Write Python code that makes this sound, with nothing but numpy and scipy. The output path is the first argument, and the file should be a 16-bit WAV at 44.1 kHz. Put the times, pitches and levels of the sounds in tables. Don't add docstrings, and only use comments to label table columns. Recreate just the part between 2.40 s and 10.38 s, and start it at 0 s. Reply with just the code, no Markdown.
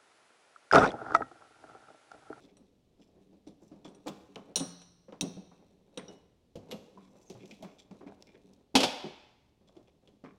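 import sys
import numpy as np
from scipy import signal
from scipy.fft import rfft, irfft
from scipy.io import wavfile
from scipy.ndimage import uniform_filter1d

SR = 44100
rng = np.random.default_rng(int(sys.argv[2]) if len(sys.argv) > 2 else 0)


def dump_mix(stems):
    frames = np.atleast_2d(stems).T
    limited = np.clip(frames, -1, 1)
    pcm = np.round(limited * 32767).astype(np.int16)
    wavfile.write(sys.argv[1], SR, pcm)


N = 351910
TIME = np.arange(N) / SR
SHORT, LONG = 8192, 32768
TOP_HZ = 15900


def undb(db):
    return 10 ** (np.asarray(db) / 20)


def rms(x):
    return np.sqrt(np.mean(x ** 2))


def unit_peak(x, size=176):
    return x / np.sqrt(uniform_filter1d(x ** 2, size).max())


def on_log_axis(hz, points):
    at, value = np.transpose(points)
    return np.interp(np.log(hz + 1), np.log(at), value)


def colour(x, points, tilt_db=0, size=2048):
    hz = np.arange(size // 2 + 1) * SR / size + 1
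    octaves_below = np.maximum(np.log2(points[0][0] / hz), 0)
    octaves_above = np.maximum(np.log2(hz / points[-1][0]), 0)
    tilt = tilt_db * np.log2(np.maximum(hz, 100) / 1000)
    db = on_log_axis(hz, points) + tilt - 20 * (octaves_below + octaves_above)
    cepstrum = irfft(np.log(undb(db)))
    cepstrum[1:size // 2] *= 2
    cepstrum[size // 2 + 1:] = 0
    impulse = irfft(np.exp(rfft(cepstrum)))
    return signal.fftconvolve(x, impulse)[:len(x)]


def resonate(x, hz, q):
    return signal.lfilter(*signal.iirpeak(hz, q, fs=SR), x)


def fade(t60, size=SHORT):
    return np.exp(-np.log(1000) * TIME[:size] / max(t60, 1e-3))


def tone(hz, t60, size=SHORT):
    return np.sin(2 * np.pi * hz * TIME[:size]) * fade(t60, size=size)


def burst(t60, size=SHORT):
    spectrum = rfft(rng.standard_normal(size) * fade(t60 * 5 / 4, size=size))
    power = np.abs(spectrum) ** 2
    evened = spectrum * np.sqrt(power.mean() / uniform_filter1d(power, size=size // 200))
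    return irfft(evened) * fade(t60 * 5, size=size)


TWIN_SPLIT_HZ = 12


def ring(modes, damping=1, size=LONG):
    out = np.zeros(size)
    draws = rng.standard_normal((len(modes), 3))
    for (hz, db, t60), (side, weight, split) in zip(modes, draws):
        main = tone(hz, t60 / damping, size=size)
        twin = undb(-5) * tone(hz + TWIN_SPLIT_HZ * split, t60 / damping, size=size)
        out += np.sign(side) * undb(db + 2 * weight) * (main + twin)
    return out


def add(track, s, x):
    start = max(int(s * SR), 0)
    track[start:start + len(x)] += x[:N - start]


def slips(rate, spread_db):
    moment, size = rng.random((2, N))
    out = np.zeros(N)
    at = np.flatnonzero(moment < rate / SR)
    out[at] = (-1) ** at * undb(spread_db * np.minimum(-np.log(size[at]), 4))
    return out


def wander(size):
    held = np.repeat(rng.standard_normal(N // size + 1), size)
    return uniform_filter1d(held, size)[:N]


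# pitch_hz, gain_db
AIR_COLOUR = [(25, -9), (190, -10), (500, -17), (1500, -39.5), (3500, -34), (16000, -53)]
AIR_DB = -69.5


def air():
    x = colour(rng.standard_normal(N), AIR_COLOUR)
    return undb(AIR_DB) * x / rms(x)


# pitch_hz, t60_s
GARAGE_T60 = [(100, 0.17), (1500, 1), (4000, 0.71), (8000, 0.49), (14000, 0.5)]
GARAGE_DB = -10.5


def garage(x, count=9):
    hz = np.arange(SR // 2 + 1)
    centres = np.geomspace(60, TOP_HZ, count)
    noise = rfft(rng.standard_normal(SR))
    tail = np.zeros(SR)
    for centre, band in zip(centres, np.eye(count)):
        band_noise = irfft(noise * on_log_axis(hz, np.c_[centres, band]), SR)
        tail += band_noise * fade(on_log_axis(centre, GARAGE_T60), size=SR)
    tail = tail * np.clip(TIME[:SR] / 0.0062, 0, 1)
    return signal.fftconvolve(x, tail / np.sqrt(np.sum(tail ** 2)))[:N]


# time_s, level_db
PULLS = [
    [(0.0, -60.5), (0.45, -80.5), (0.80, -64), (1.01, -72), (1.40, -64.5), (1.95, -60.5), (2.13, -55.5)],
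    [(2.88, -64.5), (3.212, -62.5), (3.42, -66.5), (3.626, -56.5), (3.714, -53.5), (3.95, -92),
     (4.14, -71.5)],
    [(4.2, -63.5), (4.31, -52.5), (4.55, -62.5), (5.13, -55.5), (5.42, -69.5), (5.66, -57), (5.8, -61),
     (6.04, -61.5), (6.32, -71.5)],
    [(7.2, -81), (7.398, -62), (7.6, -74), (7.694, -62), (7.83, -90), (7.97, -58.5)],
]
# pitch_hz, gain_db
DRAG_COLOUR = [(80, -8.5), (130, -8.5), (190, 3), (450, 0), (850, -10), (1300, -23.5), (2400, -30)]
# pitch_hz, gain_db
HISS_COLOUR = [(1500, -10.5), (2400, 1.5), (6400, -6), (8500, -13.5), (14500, -21)]
# pitch_hz, gain_db
BUMP_COLOUR = [(60, -32.5), (115, -15), (185, 4.5), (300, -2), (450, -5), (700, -11.5), (1500, -37),
               (5000, -34)]
# pitch_hz, gain_db
TICK_COLOUR = [(500, 1), (1500, -11.5), (2600, 5.5), (6500, 0.5), (9000, -9.5), (16000, -18)]
# pitch_hz, level_db, t60_s
GUARD_MODES = [(2643, -1, .07), (3784, 0, .15), (3903, -13, .65), (4140, 4, .06), (5696, 4.5, .11),
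               (6185, 2, .07), (6971, -11, .47), (7913, -7, .21), (8414, -6, .2), (8899, -2, .28),
               (9911, -8, .22), (10490, -12, .35)]
DRAG_DB, RUSTLE_DB = -2, -20.5
JOSTLE_RATE, JOSTLE_DB, JOSTLE_HZ = 6.2, -5, (189, 285, 400)
FINE_TICK_RATE, FINE_TICK_DB = 9, -28


def belt():
    grip = undb(7.3 * np.tanh(wander(size=1400)))
    drag = colour(slips(rate=900, spread_db=-1.5) * grip, DRAG_COLOUR)
    nudges = colour(slips(rate=JOSTLE_RATE, spread_db=1), BUMP_COLOUR)
    jostle = sum(resonate(nudges, hz, q=25) for hz in JOSTLE_HZ)
    rustle = colour(slips(rate=2300, spread_db=6.5) * undb(3.5 * wander(size=1500)), HISS_COLOUR)
    steel = sum(resonate(rustle, hz, q=24) for hz, db, t60 in GUARD_MODES)
    rustle = rustle + undb(7.5) * steel
    tick_train = signal.fftconvolve(slips(rate=FINE_TICK_RATE, spread_db=-4.5), burst(.025))[:N]
    fine_ticks = colour(tick_train, TICK_COLOUR)
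    pull = np.zeros(N)
    for curve in PULLS:
        s, db = np.transpose(curve)
        pull += undb(np.interp(TIME, s, db)) * (TIME >= s[0]) * (TIME < s[-1])
    layers = [(drag, DRAG_DB), (jostle, JOSTLE_DB), (rustle, RUSTLE_DB), (fine_ticks, FINE_TICK_DB)]
    return uniform_filter1d(pull, size=1500) * sum(undb(db) * x / rms(x) for x, db in layers)


# pitch_hz, gain_db (over the hiss)
IDLER_MODES = [(2180, 2.2), (2390, 5.5), (3413, 7.3), (5276, 5), (5857, 5.8), (7359, 6.1)]
IDLER_Q = 31
RUB_SKIRT_DB = -8.5


def rub(hz, rough_db, count):
    friction = slips(rate=900, spread_db=2.5)[:count] * undb(rough_db * wander(size=200)[:count])
    hiss = colour(friction, [(hz / 2, RUB_SKIRT_DB), (hz, 0), (hz * 2, RUB_SKIRT_DB)])
    hiss = hiss + resonate(hiss, hz, q=5)
    idler = sum(undb(db) * resonate(hiss, mode_hz, q=IDLER_Q) for mode_hz, db in IDLER_MODES)
    return (hiss + idler) / rms(hiss + idler)


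# start_s, length_s, level_db (before the swell), centre_hz
SCRAPES = [(0.0, 0.095, -72.5, 3680), (0.558, 0.15, -78, 5070), (1.19, 0.16, -78, 5800),
           (4.336, 0.4, -78, 3900), (7.224, 0.2, -69.5, 564), (4.6, 0.85, -76, 6200),
           (4.579, 0.13, -73, 1060), (4.885, 0.6, -74, 2590), (7.847, 0.14, -77.5, 1094)]
SCRAPE_GRIT_DB, SCRAPE_WAVER_DB = 4.5, 6


def scrapes():
    out = np.zeros(N)
    for s, length, db, hz in SCRAPES:
        count = int(length * SR)
        swell = np.hanning(count) ** (2 / 3) * undb(SCRAPE_WAVER_DB * wander(size=1800)[:count])
        add(out, s, undb(db) * swell * rub(hz, SCRAPE_GRIT_DB, count=count))
    return out


# start_s, level_db, centre_hz, t60_s
SCUFFS = [(0.082, -69, 2400, .08), (0.615, -66, 2900, .05), (1.066, -65, 3800, 0.099),
          (1.218, -73, 6500, .13), (1.445, -54, 3300, 0.11), (3.578, -50, 1700, .16),
          (4.310, -44.5, 3940, 0.12), (4.995, -60, 2450, 0.29), (5.275, -54.5, 645, .2),
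          (5.67, -51, 700, .25), (5.106, -52, 2520, 0.11), (5.224, -59, 2280, 0.29),
          (5.382, -54.5, 3600, 0.13), (5.666, -59.5, 2187, 0.15), (5.867, -62.5, 2300, 0.18),
          (5.942, -61.5, 1900, 0.11), (7.272, -64.5, 3600, 0.094), (7.361, -65.5, 3300, 0.12),
          (7.47, -62, 480, 0.19), (7.472, -69, 2700, .08), (7.838, -53.5, 1130, 0.14)]
SCUFF_RISE_S, SCUFF_GRIT_DB = 0.035, 5.5


def scuffs():
    out = np.zeros(N)
    for s, db, hz, t60 in SCUFFS:
        envelope = (1 - fade(SCUFF_RISE_S)) * fade(t60)
        add(out, s, undb(db) * unit_peak(envelope * rub(hz, SCUFF_GRIT_DB, count=SHORT)))
    return out


SQUEAK_S, SQUEAK_LENGTH_S, SQUEAK_DB = 4.845, .07, -65
SQUEAK_START_HZ, SQUEAK_END_HZ = 6920, 5740


def squeak():
    n = int(SQUEAK_LENGTH_S * SR)
    glide = np.linspace(SQUEAK_START_HZ, SQUEAK_END_HZ, n)
    hz = glide * (1 + .04 * wander(size=40)[:n])
    chirp = np.hanning(n) * np.sin(2 * np.pi * np.cumsum(hz) / SR)
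    out = np.zeros(N)
    add(out, SQUEAK_S, undb(SQUEAK_DB) * chirp)
    return out


# start_s, level_db (before an 8.5 dB cut; the rattle has none),
# tilt_db_per_octave, t60_s, part_resonance_hz
TICKS = [(1.670, -38.5, -0.5, 0.081, 7400), (1.675, -33, -9.5, 0.022, 2380), (1.681, -34, 2.5, 0.059, 3420),
         (1.958, -32.5, -5, 0.017, 3120), (2.724, -38, -8, 0.013, 2980), (2.838, -47, 0, .03, 7600),
         (4.156, -47, 1.5, .087, 3040), (4.3127, -32.5, -6, 0.055, 3660), (4.3213, -38, -4, .061, 2980),
         (4.8991, -42.5, 0, 0.094, 6360), (5.057, -47, -2, .033, 6900), (5.110, -44, -4, 0.1, 2500),
         (5.225, -46, 3, 0.12, 3300), (5.511, -54, -1, 0.044, 2300), (5.824, -40, -2.5, 0.015, 5220),
         (5.871, -52, 2, .02, 5270), (6.135, -54, 3, 0.017, 5080), (6.4157, -34, 3.5, .023, 7800),
         (7.6747, -50, -5, 0.054, 3420)]
# pitch_hz, level_db, t60_s
DECK_MODES = [(266, 1.5, 0.25), (382, -5, 0.45), (512, 0, 0.7), (577, -4, 0.65), (642, -5, 0.7),
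              (778, 3, 0.6), (859, 0, 0.7), (935, -3, .7), (2223, -13, .55), (2527, -4, 0.5),
              (2785, -7, .5), (2987, -5, 0.55), (3306, -2, 0.7), (3351, -3, 0.7), (3525, -2, .7),
              (3840, -9, .7), (4652, -8, 0.7), (4892, -8, 0.65), (5155, -9, .65)]
SHEET_ABOVE_HZ = 2000
TICK_RING_DB, TICK_RING_AT_S = -30, 0.07


def ticks():
    out = np.zeros(N)
    high_modes = unit_peak(ring([mode for mode in DECK_MODES if mode[0] > SHEET_ABOVE_HZ]))
    for s, db, tilt_db, t60, hz in TICKS:
        snap = burst(.005)
        tap = colour(burst(t60) + undb(4.5) * snap, TICK_COLOUR, tilt_db)
        part = resonate(tap, hz, q=8.6)
        add(out, s, undb(db - 8.5) * unit_peak(tap + undb(4.5) * part))
        rattle = unit_peak(colour(burst(0.83, size=LONG), TICK_COLOUR))
        rattle_gain = undb(db + TICK_RING_DB) * t60 / TICK_RING_AT_S
        add(out, s, rattle_gain * (rattle + .5 * high_modes))
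    return out


# pitch_hz, level_db, t60_s
PULLEY_MODES = [(2934, 1, .42), (3770, 4, .04), (5399, -3, .33), (5720, 11, .045), (5890, 7, .05)]
# pitch_hz, level_db, t60_s
FAR_PULLEY_MODES = [(2790, 1, 0.4), (4040, 7, 0.21), (6422, -9, 0.33), (11400, 1, 0.14)]
PING_S, PING_DB = 3.682, -49.5
FAR_PULLEY_S, FAR_PULLEY_DB = 4.311, -53.5


def pulleys():
    out = np.zeros(N)
    add(out, PING_S, undb(PING_DB) * unit_peak(ring(PULLEY_MODES)))
    add(out, FAR_PULLEY_S, undb(FAR_PULLEY_DB) * unit_peak(ring(FAR_PULLEY_MODES)))
    return out


# start_s, level_db, shimmer_db and free_ring_db (relative to level_db)
CLINKS = [(0.169, -60.5, -23, -32), (1.074, -60.5, -28, -25), (1.448, -68.5, -24, -18),
          (1.487, -64.5, -21, -21), (1.548, -60.5, -23.5, -12.5), (2.158, -27, -22.5, -3),
          (2.169, -32, -15.5, -15), (2.197, -38.5, -26, -18), (2.417, -56, -24.5, -19.5),
          (2.810, -24.5, -31.5, -36), (3.575, -38.5, -32.5, -25)]
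# pitch_hz, gain_db
CLINK_COLOUR = [(600, -26), (1900, -13.5), (3100, 3), (4000, 6.5), (4800, -11), (6100, 3.5), (6700, -6.5),
                (7400, -19.5), (8900, -14), (11000, -30), (16000, -28)]
# pitch_hz, gain_db
RING_COLOUR = [(1200, -4), (2300, -15), (2900, -16), (3600, -9), (4150, 3), (4900, -12), (5800, 8.5),
               (6600, -15.5), (7600, -26), (8800, -8), (10000, -26), (16000, -42)]
CLINK_FLAT_DB, CLINK_TILT_PER_DB = -38, 0.77
CLINK_T60_S, FREE_SHIMMER_DB, HALVING_DB = 0.069, -26, 7.5
MUTE_TILT_PER_DB = 0.9
PULLEY_RING_DB, BRACKET_DB, BRACKET_HZ, BRACKET_T60_S = -11, -20.5, 175, 1


def guard():
    out = np.zeros(N)
    shimmer = unit_peak(colour(burst(0.89, size=LONG), RING_COLOUR))
    free_ring = unit_peak(ring(GUARD_MODES)) + undb(PULLEY_RING_DB) * unit_peak(ring(PULLEY_MODES))
    bracket = tone(BRACKET_HZ, BRACKET_T60_S, size=LONG) * (1 - fade(0.054, size=LONG))
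    for s, db, shimmer_db, ring_db in CLINKS:
        muting_db = max(FREE_SHIMMER_DB - shimmer_db, 0)
        mute_tilt_db = MUTE_TILT_PER_DB * muting_db
        tilt_db = CLINK_TILT_PER_DB * (db - CLINK_FLAT_DB) - mute_tilt_db
        t60 = CLINK_T60_S * 2 ** (-muting_db / HALVING_DB)
        crack = unit_peak(colour(burst(t60) + undb(-0.5) * burst(0.005), CLINK_COLOUR, tilt_db))
        muted_modes = [(hz, mode_db - mute_tilt_db * np.log2(hz), decay)
                       for hz, mode_db, decay in GUARD_MODES]
        clink = unit_peak(ring(muted_modes, damping=0.16 / t60, size=SHORT))
        add(out, s, undb(db) * (undb(-2.5) * crack + undb(-1.0) * clink))
        after_ring = undb(shimmer_db) * shimmer + undb(ring_db) * free_ring + undb(BRACKET_DB) * bracket
        add(out, s, undb(db) * after_ring)
    return out


# pitch_hz, gain_db
KNOCK_COLOUR = [(450, -8.5), (720, -2.5), (1100, -3), (1600, -13), (2600, -20.5)]
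BUMP_T60_S, KNOCK_T60_S = 0.22, 0.16
BOOM_CYCLES = 38


def deck_blow(db, hz, knock_db, shudder_db):
    push = 1 - fade(0.007)
    thud = unit_peak(colour(push * burst(BUMP_T60_S), BUMP_COLOUR))
    boom = unit_peak(push * tone(hz, BOOM_CYCLES / hz))
    low_modes = [mode for mode in DECK_MODES if mode[0] < SHEET_ABOVE_HZ]
    shell = unit_peak(ring(low_modes, damping=14.0, size=SHORT))
    knock = unit_peak(colour(push * (burst(KNOCK_T60_S) + undb(-12.0) * shell), KNOCK_COLOUR))
    shudder = unit_peak(tone(60, 0.21) + tone(98, 0.35))
    blow = unit_peak(thud + undb(1.0) * boom) + undb(knock_db + 0.5) * knock
    return undb(db - 9.0) * blow + undb(shudder_db) * shudder


# (relative to the blow, before a 0.5 dB lift)
BUMPS = [(0.04, -46, 295, -17), (0.205, -48, 249, -22), (0.595, -47.5, 286, -21), (0.927, -46.5, 325, -22),
         (1.069, -34, 311, -42), (1.222, -43.5, 330, -19), (1.315, -37.5, 310, -18),
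         (1.449, -35.5, 304, -8.5), (1.477, -40.5, 178, -29), (1.661, -28.5, 498, -11),
         (1.671, -27.5, 318, -3.5), (1.958, -35, 434, -4.5), (2.162, -28, 474, -7),
         (2.203, -21.5, 268.5, -14.5), (2.683, -39, 522, -14.5), (2.725, -34.5, 479, -9.5),
         (2.811, -28.5, 290, -9), (2.827, -24.5, 260.4, -23), (2.832, -28, 175, -32),
         (2.967, -31.5, 177, -34), (3.113, -50, 273, -1.5), (3.573, -27.5, 488, -15),
         (3.685, -38.5, 446, -12), (4.322, -27, 499, -17.5), (4.574, -42, 990, -12),
         (4.754, -47.5, 580, -12), (4.9, -33.5, 382, -19), (4.949, -42, 119.5, -7), (5.034, -38, 379, -26),
         (5.113, -43, 229, -30), (5.226, -34.5, 649, -12.5), (5.235, -35, 179.4, -10),
         (5.51, -36, 195, -11.5), (5.545, -45.5, 482, -11), (5.608, -39, 371, -8), (5.664, -33, 288, -18),
         (6.343, -25, 311, -18), (6.641, -27, 365, -11), (7.211, -52.5, 210, -17),
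         (7.366, -37.5, 342, -31.5), (7.728, -50.5, 289, -24), (7.838, -35, 258, -13.5)]
SHUDDER_DB, SHUDDER_AT_DB, SHUDDER_PER_DB = -74.5, -38, 1
SHOVE_S, SHOVE_DB, SHOVE_HZ, SHOVE_KNOCK_DB, SHOVE_SHUDDER_DB = 4.155, -31, 492, -22.5, -48.5


def bumps():
    out = np.zeros(N)
    for s, db, hz, knock_db in BUMPS:
        shudder_db = SHUDDER_DB + SHUDDER_PER_DB * (db - SHUDDER_AT_DB)
        add(out, s, deck_blow(db, hz, knock_db, shudder_db))
    add(out, SHOVE_S, deck_blow(SHOVE_DB, SHOVE_HZ, SHOVE_KNOCK_DB, SHOVE_SHUDDER_DB))
    return out


# start_s, level_db (of the crash), boom_hz
SLAMS = [(6.353, -16.5, 267.2), (6.359, -20, 505), (6.404, -25.5, 290), (6.432, -20, 245.6),
         (6.440, -27, 185)]
# pitch_hz, gain_db
SLAM_COLOUR = [(30, -30.5), (110, -12.5), (250, 0), (520, 2.5), (850, 3.5), (1300, -6.5), (1900, -9),
               (2600, 1), (5300, -2), (7500, -11), (11000, -18), (16000, -35.5)]
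# pitch_hz, gain_db
WASH_COLOUR = [(200, -11.5), (520, -1.5), (950, -2.5), (1400, -7.5), (2800, -8), (5000, -4), (9000, -27)]
SLAM_T60_S, SLAM_BOOM_DB, BOOM_LOSS_DB, SLAM_TILT_DB, TILT_LOSS_DB = .09, -2, 3, -0.2, 0.43
ARM_THUD_DB, ARM_THUD_HZ, ARM_KNOCK_DB, ARM_SHUDDER_DB = -19.5, 258, -6, -62.5
WASH_DB, CLANG_DB = -39, -28


def tension_arm():
    out = np.zeros(N)
    for rebound, (s, db, boom_hz) in enumerate(SLAMS):
        tilt_db = SLAM_TILT_DB - TILT_LOSS_DB * rebound
        crash = unit_peak(colour(burst(SLAM_T60_S), SLAM_COLOUR, tilt_db))
        boom_gain = undb(SLAM_BOOM_DB - BOOM_LOSS_DB * rebound)
        boom = boom_gain * tone(boom_hz, 0.22) * (1 - fade(0.018))
        clang = unit_peak(ring(DECK_MODES, damping=4.9, size=SHORT))
        add(out, s, undb(db) * (crash + boom + undb(-10.0) * clang))
    first_s = SLAMS[0][0]
    add(out, first_s, deck_blow(ARM_THUD_DB, ARM_THUD_HZ, ARM_KNOCK_DB, ARM_SHUDDER_DB))
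    wash = unit_peak(colour(burst(1.0, size=LONG), WASH_COLOUR))
    add(out, first_s, undb(WASH_DB) * wash + undb(CLANG_DB) * unit_peak(ring(DECK_MODES)))
    return out


def scene():
    shell = belt() + bumps() + tension_arm()
    parts = scrapes() + scuffs() + squeak() + ticks() + pulleys() + guard()
    echo = garage(shell + undb(-5.0) * parts)
    return (shell + parts + undb(GARAGE_DB) * echo + air())[None]


def record(dry):
    low_pass = signal.ellip(8, .2, 70, TOP_HZ, fs=SR, output="sos")
    return signal.sosfilt(low_pass, dry)


dry = scene()
out = record(dry)
dump_mix(out)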